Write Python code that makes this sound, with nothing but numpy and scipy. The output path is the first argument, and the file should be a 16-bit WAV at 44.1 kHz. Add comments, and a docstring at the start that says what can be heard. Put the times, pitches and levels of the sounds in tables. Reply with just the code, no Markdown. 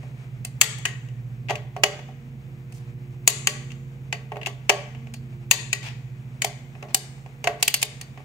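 """A torque wrench cracks, resets, knocks and ratchets on flywheel bolts, close to a phone in an open garage.
An engine idles nearby; a belt-driven unit on it hums a little lower, so the two tones throb over rumble and air.
Contacts are chattering noise plus decaying steel partials, each answered by a noise tail of the garage;
the engine and unit are sine orders on one speed curve, the background is coloured noise.
The phone's two ports colour the sound and add hiss; its gain ducks and soft-clips the loud cracks."""
import sys
import numpy as np
from scipy import signal
from scipy.fft import rfft, irfft, next_fast_len
from scipy.io import wavfile
from scipy.ndimage import uniform_filter1d, map_coordinates

SR = 44100
rng = np.random.default_rng(int(sys.argv[2]) if len(sys.argv) > 2 else 0)


def to_wav(s):
    """Save 16-bit WAV."""
    ch = np.atleast_2d(s).T  # columns
    pcm = np.round(np.clip(ch, -1, 1) * 32767)  # PCM
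    wavfile.write(sys.argv[1], SR, pcm.astype(np.int16))


N = 363384

BITE_S = .008  # faint first touch ahead of each contact
# left-right correlation of the near sounds: (frequency [Hz], correlation [-1..1])
NEAR_CORRELATION = [(200, .93), (400, .92), (700, 0.95), (1400, 0.074), (3000, 0.017), (4500, 0.06),
                    (6800, 0.27), (11000, 0.42), (15000, 0.15)]
# engine speed and loudness: (time [s], strongest order [Hz], level [dB])
ENGINE_SPEED = [(0.0, 136.84, -41.5), (0.4, 134.1, -39.7), (1.2, 134.0, -40), (2.0, 133.62, -41.3),
                (2.4, 132.1, -40.2), (3.2, 133.2, -39), (3.6, 133.0, -36.7), (4.0, 132.54, -37.9),
                (4.4, 127.45, -39.9), (4.8, 128.03, -39.1), (5.2, 129.76, -38.1), (6.0, 132.2, -39.5),
                (6.8, 133.55, -42.1), (8.24, 133.6, -43.2)]


def amp(db):
    """Amplitude factor of a level in dB."""
    return 10 ** (np.asarray(db) / 20)


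def unit(x):
    """x scaled to an RMS of 1 over both channels."""
    return x / np.sqrt(np.mean(x ** 2) + 1e-20)


def along(points, hz):
    """(Hz, value) points interpolated on a log frequency axis."""
    f, v = np.transpose(sorted(points))
    return np.interp(np.log(hz + 1), np.log(f + 1), v)


def curves(rows):
    """One value per sample for each column after the time."""
    time_s, *columns = np.transpose(rows)
    return [np.interp(np.arange(N) / SR, time_s, column) for column in columns]


def wobble(knots_per_s):
    """Smooth random curve through normally distributed knots."""
    knots = rng.standard_normal(int(N * knots_per_s / SR) + 4)
    return map_coordinates(knots, [np.arange(N) * knots_per_s / SR])


def filtered(x, response):
    """x with its spectrum multiplied by response(Hz)."""
    n = x.shape[-1]
    m = next_fast_len(n + 4096)
    return irfft(rfft(x, m) * response(np.fft.rfftfreq(m, 1 / SR)), m)[..., :n]


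def half_turn(correlation, hz):
    """Angle [rad] that splits a sound into mid and side for a given left-right correlation."""
    return np.arccos(np.clip(along(correlation, hz), -1, 1)) / 2


def hiss(size, colour_db, correlation):
    """Stereo noise: independent mid and side, weighted for the colour and the left-right correlation."""
    def split(hz):
        angle = half_turn(correlation, hz)
        return amp(colour_db(hz)) * [np.cos(angle), np.sin(angle)]

    mid, side = filtered(rng.standard_normal((2, size)), split)
    return np.array([mid + side, mid - side])


def wrench():
    """Steel contacts at set times, shaded in the treble, each with its own answer from the garage."""
    # event tables: (time [s], level [dB], thud [dB], treble tilt [dB/octave])
    # wrench breaks over at its set torque
    breaks = [(0.613, -8, -4, 0), (3.276, -11.5, 0, 2), (5.5114, -8, -8.5, -1)]
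    # pawl drops back as the pull eases
    resets = [(0.853, -12.5, -3, -2.5), (3.4715, -12, 3, 2.5), (5.7294, -14, -1, 1),
              (6.4198, -18, -1.5, 3.5)]
    # ratchet teeth click over
    teeth = [(0.4484, -33, 4.5, 2), (0.7841, -42, 12, -0.5), (2.7227, -52, 12, 0.5),
             (5.1387, -37, 2.5, -0.5), (6.4453, -21.5, 15, 0.5), (6.9456, -17, 4.5, 4),
             (7.6266, -13, 0, 0.5), (7.6784, -12.5, -6, 0), (7.7413, -12, -6, 1.5),
             (7.8271, -15, 1.5, -0.5), (8.0122, -32.5, 3, -2.5)]
    # socket knocks on bolt heads
    knocks = [(0.0304, -54, 14.5, -3.5), (1.0864, -51, -5, -1.5), (1.497, -26, 0, -3.5),
              (1.5055, -28, 12.5, -1), (1.5549, -32, -5.5, 0.5), (1.7644, -38, 14, -3.5),
              (1.8357, -8.5, -3, 1.5), (1.9904, -42.5, 7, -5), (2.0844, -55.5, 17, -6),
              (3.7044, -44.5, -16.5, -2), (3.7179, -41.5, -16, -0.5), (4.1265, -20, -11, -2.5),
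              (4.3191, -38.5, 14.5, -10), (4.3574, -46.5, 15, -8), (4.368, -41, 14, -8.5),
              (4.4144, -34.5, -6.5, -10), (4.4308, -35, -10, -7.5), (4.4608, -22.5, -25.5, -2),
              (4.4692, -29, 0, 2), (4.6942, -10, -5, 0.5), (4.6984, -12.5, 4, 2), (4.9482, -43.5, -5, -11),
              (5.0704, -50, -1, -4), (6.7514, -47, 7, -11), (6.8264, -40, 11, 0), (7.2614, -51, 11, -3),
              (7.442, -27, 4.5, 2), (7.4724, -17, 7.5, -2.5), (8.1754, -45.5, 8, -6.5),
              (8.203, -54.5, 10, -8)]
    # socket slides and rubs: the same columns, then length [ms]
    scrapes = [(1.486, -30.5, -6, -9, 16), (2.74, -64.5, 7, 9.5, 45), (4.45, -45.5, -4.5, -6.5, 6.6),
               (5.828, -40.5, 2.5, -0.5, 60), (6.884, -53.5, 14, -1.5, 30), (7.598, -54, 5.5, 5.5, 14),
               (7.816, -31, -11, 7, 5.7)]
    # contact kinds: (level per band [dB], pan [dB], chatter [ms], ring [dB], echo [dB])
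    break_kind = ([-14, -13, -6.5, -0.5, 0.5, -2, 11.5, 5, 2], 8.3, 3, -1.3, -10.5)
    reset_kind = ([-21, -23.5, -11.5, -1, -6, -11, 1, -5, -15], 5.5, 2.6, 2.2, -11)
    tooth_kind = ([-22, -16.5, -18.5, 1, -1, 2, 0.5, 4, -1.5], 4.1, 3.2, 0, -14)
    knock_kind = ([-8, -3.5, -7, 4, -6.5, -2, -1.5, -8, -13.5], 2.3, 2.3, 1, -14.5)
    # the same without the chatter column
    scrape_kind = ([-18.5, -11.5, -7, 0, -1.5, -2, -5, -8, -16.5], 3.9, -17, -4)
    # centres of the level bands: [Hz]
    bands_hz = (400, 700, 1400, 2600, 4500, 5600, 6800, 8300, 12500)
    # part of the thud level added in each band: [share]
    thud_share = (.8, 0.91, .55, 0, 0, 0.17, 0, 0.058, 0)
    # the phone shades only the treble: (frequency [Hz], share of the side gains [1])
    shadow = [(900, 0), (2000, .5)]

    groups = ((breaks, break_kind), (resets, reset_kind), (teeth, tooth_kind), (knocks, knock_kind))
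    blows = [(row, *kind) for rows, kind in groups for row in rows]
    rubs = [(row, *scrape_kind[:2], length_ms, *scrape_kind[2:]) for *row, length_ms in scrapes]
    tilt_octaves = np.log2(np.maximum(bands_hz, bands_hz[3]) / bands_hz[3])
    out = np.zeros((2, N + 2 * SR))
    for event, bands_db, pan_db, chatter_ms, ring_db, echo_db in blows + rubs:
        time_s, level_db, thud_db, tilt_db = event
        levels_db = level_db + np.add(bands_db, thud_db * np.array(thud_share)) + tilt_db * tilt_octaves
        near = contact(list(zip(bands_hz, levels_db)), chatter_ms, ring_db)
        sides_db = [pan_db - 4.5, 3.5 - pan_db]  # left, right
        near = filtered(near, lambda hz: amp(np.outer(sides_db, along(shadow, hz))))
        far = signal.fftconvolve(near[:, :SR // 8], garage_tail(size=SR * 2 // 3), axes=1)
        start = round((time_s - BITE_S) * SR) - 20
        out[:, start:start + near.shape[1]] += near
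        echo_start = start + 260  # samples; first wall about a metre away
        out[:, echo_start:echo_start + far.shape[1]] += amp(echo_db) * far
    return out[:, :N]


def contact(colour, chatter_ms, ring_db):
    """Steel bites and chatters as gritty noise, while the parts ring as decaying partials of random strength."""
    # colour of a crack: (frequency [Hz], level [dB])
    crack_colour = [(150, -33.5), (400, -1.5), (750, 22.5), (1350, 9.5), (2500, 16.5), (3200, 9.5),
                    (3900, 5.5), (4500, 9), (5500, 6), (6800, 9.5), (8000, 7.5), (10500, 1), (13000, 2.5),
                    (15600, 0), (16400, -19.5)]
    # flywheel, socket and wrench body: (frequency [Hz], level [dB], t60 [s])
    steel = [(408, -6, 0.25), (436, -11.5, 0.36), (599.6, -12.5, 0.33), (603, -21.5, 0.27),
             (694, -8.5, 0.17), (754.3, -6, 0.12), (854, -8.5, 0.11), (1030, -22, 0.044),
             (1120, -12.5, 0.24), (1610, -11, .07), (1920, -10, 0.12), (2106, -15, 0.1),
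             (2690, -17.5, 0.12), (2774, -12.5, 0.043), (2980, -17, 0.14), (3890, -23.5, .08),
             (4530, -13.5, 0.17), (4710, -16, .08), (5450, -25.5, .06), (6400, -19.5, 0.18),
             (6860, -25.5, 0.22), (7050, -34, 0.067), (7740, -35.5, 0.08), (8830, -19, .08)]

    t = np.arange(SR // 4) / SR - BITE_S
    after = np.maximum(t, 0)
    bite_db = 3500 * np.minimum(t, 0) - 27 * np.exp(-after / .0003)
    held = amp(-60 * np.maximum(t - chatter_ms / 1000, 0) / 0.026)
    # single touches under 1 ms apart
    grit = amp(14.8 * uniform_filter1d(rng.standard_normal(len(t)), size=36))
    noise = hiss(len(t), lambda hz: along(crack_colour, hz) + along(colour, hz), NEAR_CORRELATION)
    crack = amp(bite_db - 3.5) * held * grit * noise

    hz, part_db, t60_s = np.transpose(steel)[..., None]
    chance = rng.standard_normal((len(steel), 3))  # strength, phase, leading side
    swell = 1 - np.exp(-after / (0.00029 + 1.5 / hz))  # heavy parts take a few cycles to speak
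    struck_db = 3 * chance[:, :1]
    decay = amp(-60 * after / t60_s) + 0.68 * held
    level = amp(ring_db + part_db + along(colour, hz) + struck_db) * swell * decay
    # loose parts smear each ring: random-walk phase
    blur = (.02 + 3.5e-5 * hz) * np.cumsum(rng.standard_normal((len(steel), len(t))), 1)
    phase = 2 * np.pi * (hz * t + chance[:, 1:2]) + blur
    lead = half_turn(NEAR_CORRELATION, hz) * np.sign(chance[:, 2:])  # each part leads at one port
    return crack + [np.sum(level * np.sin(phase + side * lead), 0) for side in (1, -1)]


def garage_tail(size):
    """Noise answer of near walls, a weaker longer yard and a farther wall; the first two decay per frequency."""
    # colour of the walls' answer: (frequency [Hz], level [dB])
    echo_colour = [(200, -3), (500, -4), (1300, 0.5), (2100, -0.5), (2700, -7.5), (3500, 3), (5300, -2.5),
                   (6700, -7.5), (9000, -3), (16000, 4.5)]
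    # base decay, sped up or slowed below: (frequency [Hz], base t60 [s])
    garage_decay = [(300, 0.5), (1000, 1), (2500, 1), (4800, 0.68), (6700, 0.98), (10000, 0.49),
                    (16000, 0.028)]
    wall_delay_s, wall_spread_s, wall_db = .017, 0.0068, -2.5  # farther wall, delay after the first

    noise = hiss(size, lambda hz: along(echo_colour, hz), NEAR_CORRELATION)
    hz, t, spectrum = signal.stft(noise, SR, nperseg=256)
    fall_db = -60 * t / along(garage_decay, hz)[:, None]
    near_walls = amp(2.2 * fall_db)
    yard = amp(0.86 * fall_db - 14)
    far_wall = amp(wall_db) * np.exp(-((t - wall_delay_s) / wall_spread_s) ** 2)
    tail = signal.istft(spectrum * (near_walls + yard + far_wall), SR, nperseg=256)[1][:, :size]
    return tail / np.linalg.norm(tail[0])


def engine():
    """Sine firing orders follow the shaft speed; the weak ones waver in level and phase."""
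    # weaker orders: (multiple of the strongest [1], level under it [dB])
    weak_orders = [(.4, -17), (.5, -24), (.6, -26), (.75, -22), (.8, -24), (1.1, -25), (1.2, -13),
                   (1.4, -25), (1.6, -17), (1.8, -24)]
    hz, level_db = curves(ENGINE_SPEED)
    turn = 2 * np.pi * np.cumsum(hz) / SR
    weak = 0
    for multiple, order_db in weak_orders:
        strength = amp(order_db + 0.94 * wobble(1.1))
        weak = weak + strength * np.sin(multiple * turn + 1.9 * wobble(5.2))
    return np.sqrt(2) * amp(level_db) * (np.sin(turn) + weak)


def belt_unit():
    """Sine hum geared to the engine, with harmonics that come and go."""
    # level of the hum: (time [s], level [dB])
    hum_level = [(0, -39.5), (.8, -39), (1.2, -35), (1.7, -39.5), (2.2, -58), (2.85, -39), (4.0, -50),
                 (4.55, -78.5), (5.2, -48.5), (6.0, -38), (6.5, -44), (7.0, -53.5), (8.24, -50.5)]
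    # one list each for harmonics 2, 3, 4: (middle [s], peak [dB], half length to 1/e [s])
    harmonic_swells = ([(2.2, -53.5, 0.17), (3.6, -50.5, 0.26), (5.15, -46.5, 0.22), (6.4, -56.5, 0.13),
                       (7.6, -56.5, 0.22)], [(1.9, -61.5, 0.17), (3.3, -56.5, 0.59), (5.55, -57.5, .3),
                       (6.9, -62, 0.27)], [(3.0, -68.5, 0.92), (4.8, -66.5, 0.66), (7.7, -65.5, 0.45)])
    # harmonics 2, 3, 4 between swells: mean level [dB]
    harmonic_steady_db = (-67, -69, -68.5)
    belt_ratio = .8939  # hum over the strongest engine order

    t = np.arange(N) / SR
    turn = 2 * np.pi * belt_ratio * np.cumsum(curves(ENGINE_SPEED)[0]) / SR
    hum = amp(curves(hum_level)[0]) * np.sin(turn)
    for harmonic, (steady_db, swells) in enumerate(zip(harmonic_steady_db, harmonic_swells), start=2):
        swell = sum(amp(db) * np.exp(-((t - mid_s) / half_s) ** 2) for mid_s, db, half_s in swells)
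        steady = amp(steady_db + 3.8 * wobble(2.8))
        hum = hum + (steady + swell) * np.sin(harmonic * turn)
    return np.sqrt(2) * hum


def background():
    """Engine rumble and a broad outdoor hiss: two coloured noises with fluttering levels."""
    # spectrum of the rumble: (frequency [Hz], relative density [dB per Hz])
    rumble_colour = [(15, -51), (25, -24), (75, -14.5), (107, -7), (135, -4.5), (184, -13.5), (233, -13),
                     (291, -19.5), (474, -26), (700, -38.5), (910, -68.5), (1540, -120)]
    # spectrum of the air: (frequency [Hz], relative density [dB per Hz])
    air_colour = [(240, -52.5), (400, -15.5), (700, -8.5), (1100, -12.5), (1700, -13.5), (2350, -11.5),
                  (3000, -18.5), (5000, -27), (6600, -25.5), (8500, -29.5), (10800, -35), (13000, -46.5),
                  (16000, -72)]
    # levels before the flutter: (time [s], rumble [dB], air [dB])
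    levels = [(0, -49, -53), (.4, -47, -58), (2, -48, -59), (4, -48.5, -57.5), (5.5, -48.5, -58),
              (6.5, -49.5, -57), (8.24, -49.5, -55.5)]
    # left-right correlation: (frequency [Hz], correlation [-1..1])
    far_correlation = [(60, 0.37), (130, 0.82), (290, 0.93), (640, 0.61), (1410, -0.27), (3100, -0.33),
                       (6820, 1), (15000, -0.9)]

    rumble_db, air_db = curves(levels)
    rumble = unit(hiss(N, lambda hz: along(rumble_colour, hz), far_correlation))
    air = unit(hiss(N, lambda hz: along(air_colour, hz), far_correlation))
    rumble_flutter_db = .7 * wobble(5)
    air_flutter_db = 1.2 * wobble(21)
    return amp(rumble_db + rumble_flutter_db) * rumble + amp(air_db + air_flutter_db) * air


def ducked(x):
    """Gain control: loud peaks pull the gain down within some ms; it climbs back steadily."""
    threshold_db, cut_share, attack_s, release_db_per_s = -10, 0.52, 0.012, 58
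    climb_db = release_db_per_s * np.arange(N) / SR
    peak_db = 20 * np.log10(np.clip(np.abs(x).max(0), 1e-6, 1))
    cut_db = cut_share * np.maximum(peak_db - threshold_db, 0)
    cut_db = np.maximum(np.maximum.accumulate(cut_db + climb_db) - climb_db, 0)
    size = max(round(attack_s * SR), 2)
    # origin makes the average look back only
    return x * amp(-uniform_filter1d(cut_db, size=size, origin=(size - 1) // 2))


def scene():
    """Sum of the wrench, engine, belt unit and background."""
    return wrench() + engine() + belt_unit() + background()


def record(dry):
    """Phone: hiss and colour at each port, ducking gain, soft clipping, then a band limit."""
    # hiss of the capsules: (frequency [Hz], relative density [dB per Hz])
    capsule_colour = [(9000, -30), (11000, -8), (13000, -2), (15700, 0), (15950, -30)]
    # port colours, half on each side: (frequency [Hz], left-right difference [dB])
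    port_colour = [(60, -3.5), (110, -3.5), (200, -2.5), (380, -4), (700, -2), (1290, 0), (2380, 8.5),
                   (4400, 0), (8120, 0), (15000, -7)]
    low_hz, top_hz = 20, 16400

    capsule_hiss = amp(-73.5) * unit(hiss(N, lambda hz: along(capsule_colour, hz), [(1, .1)]))
    x = filtered(dry + capsule_hiss, lambda hz: amp(np.outer([.5, -.5], along(port_colour, hz))))
    x = ducked(x)
    x = x / (1 + np.abs(x) ** 8) ** (1 / 8)  # soft clip towards 1
    return filtered(x, lambda hz: (hz < top_hz) * (hz > low_hz))


dry = scene()
out = record(dry)
to_wav(out)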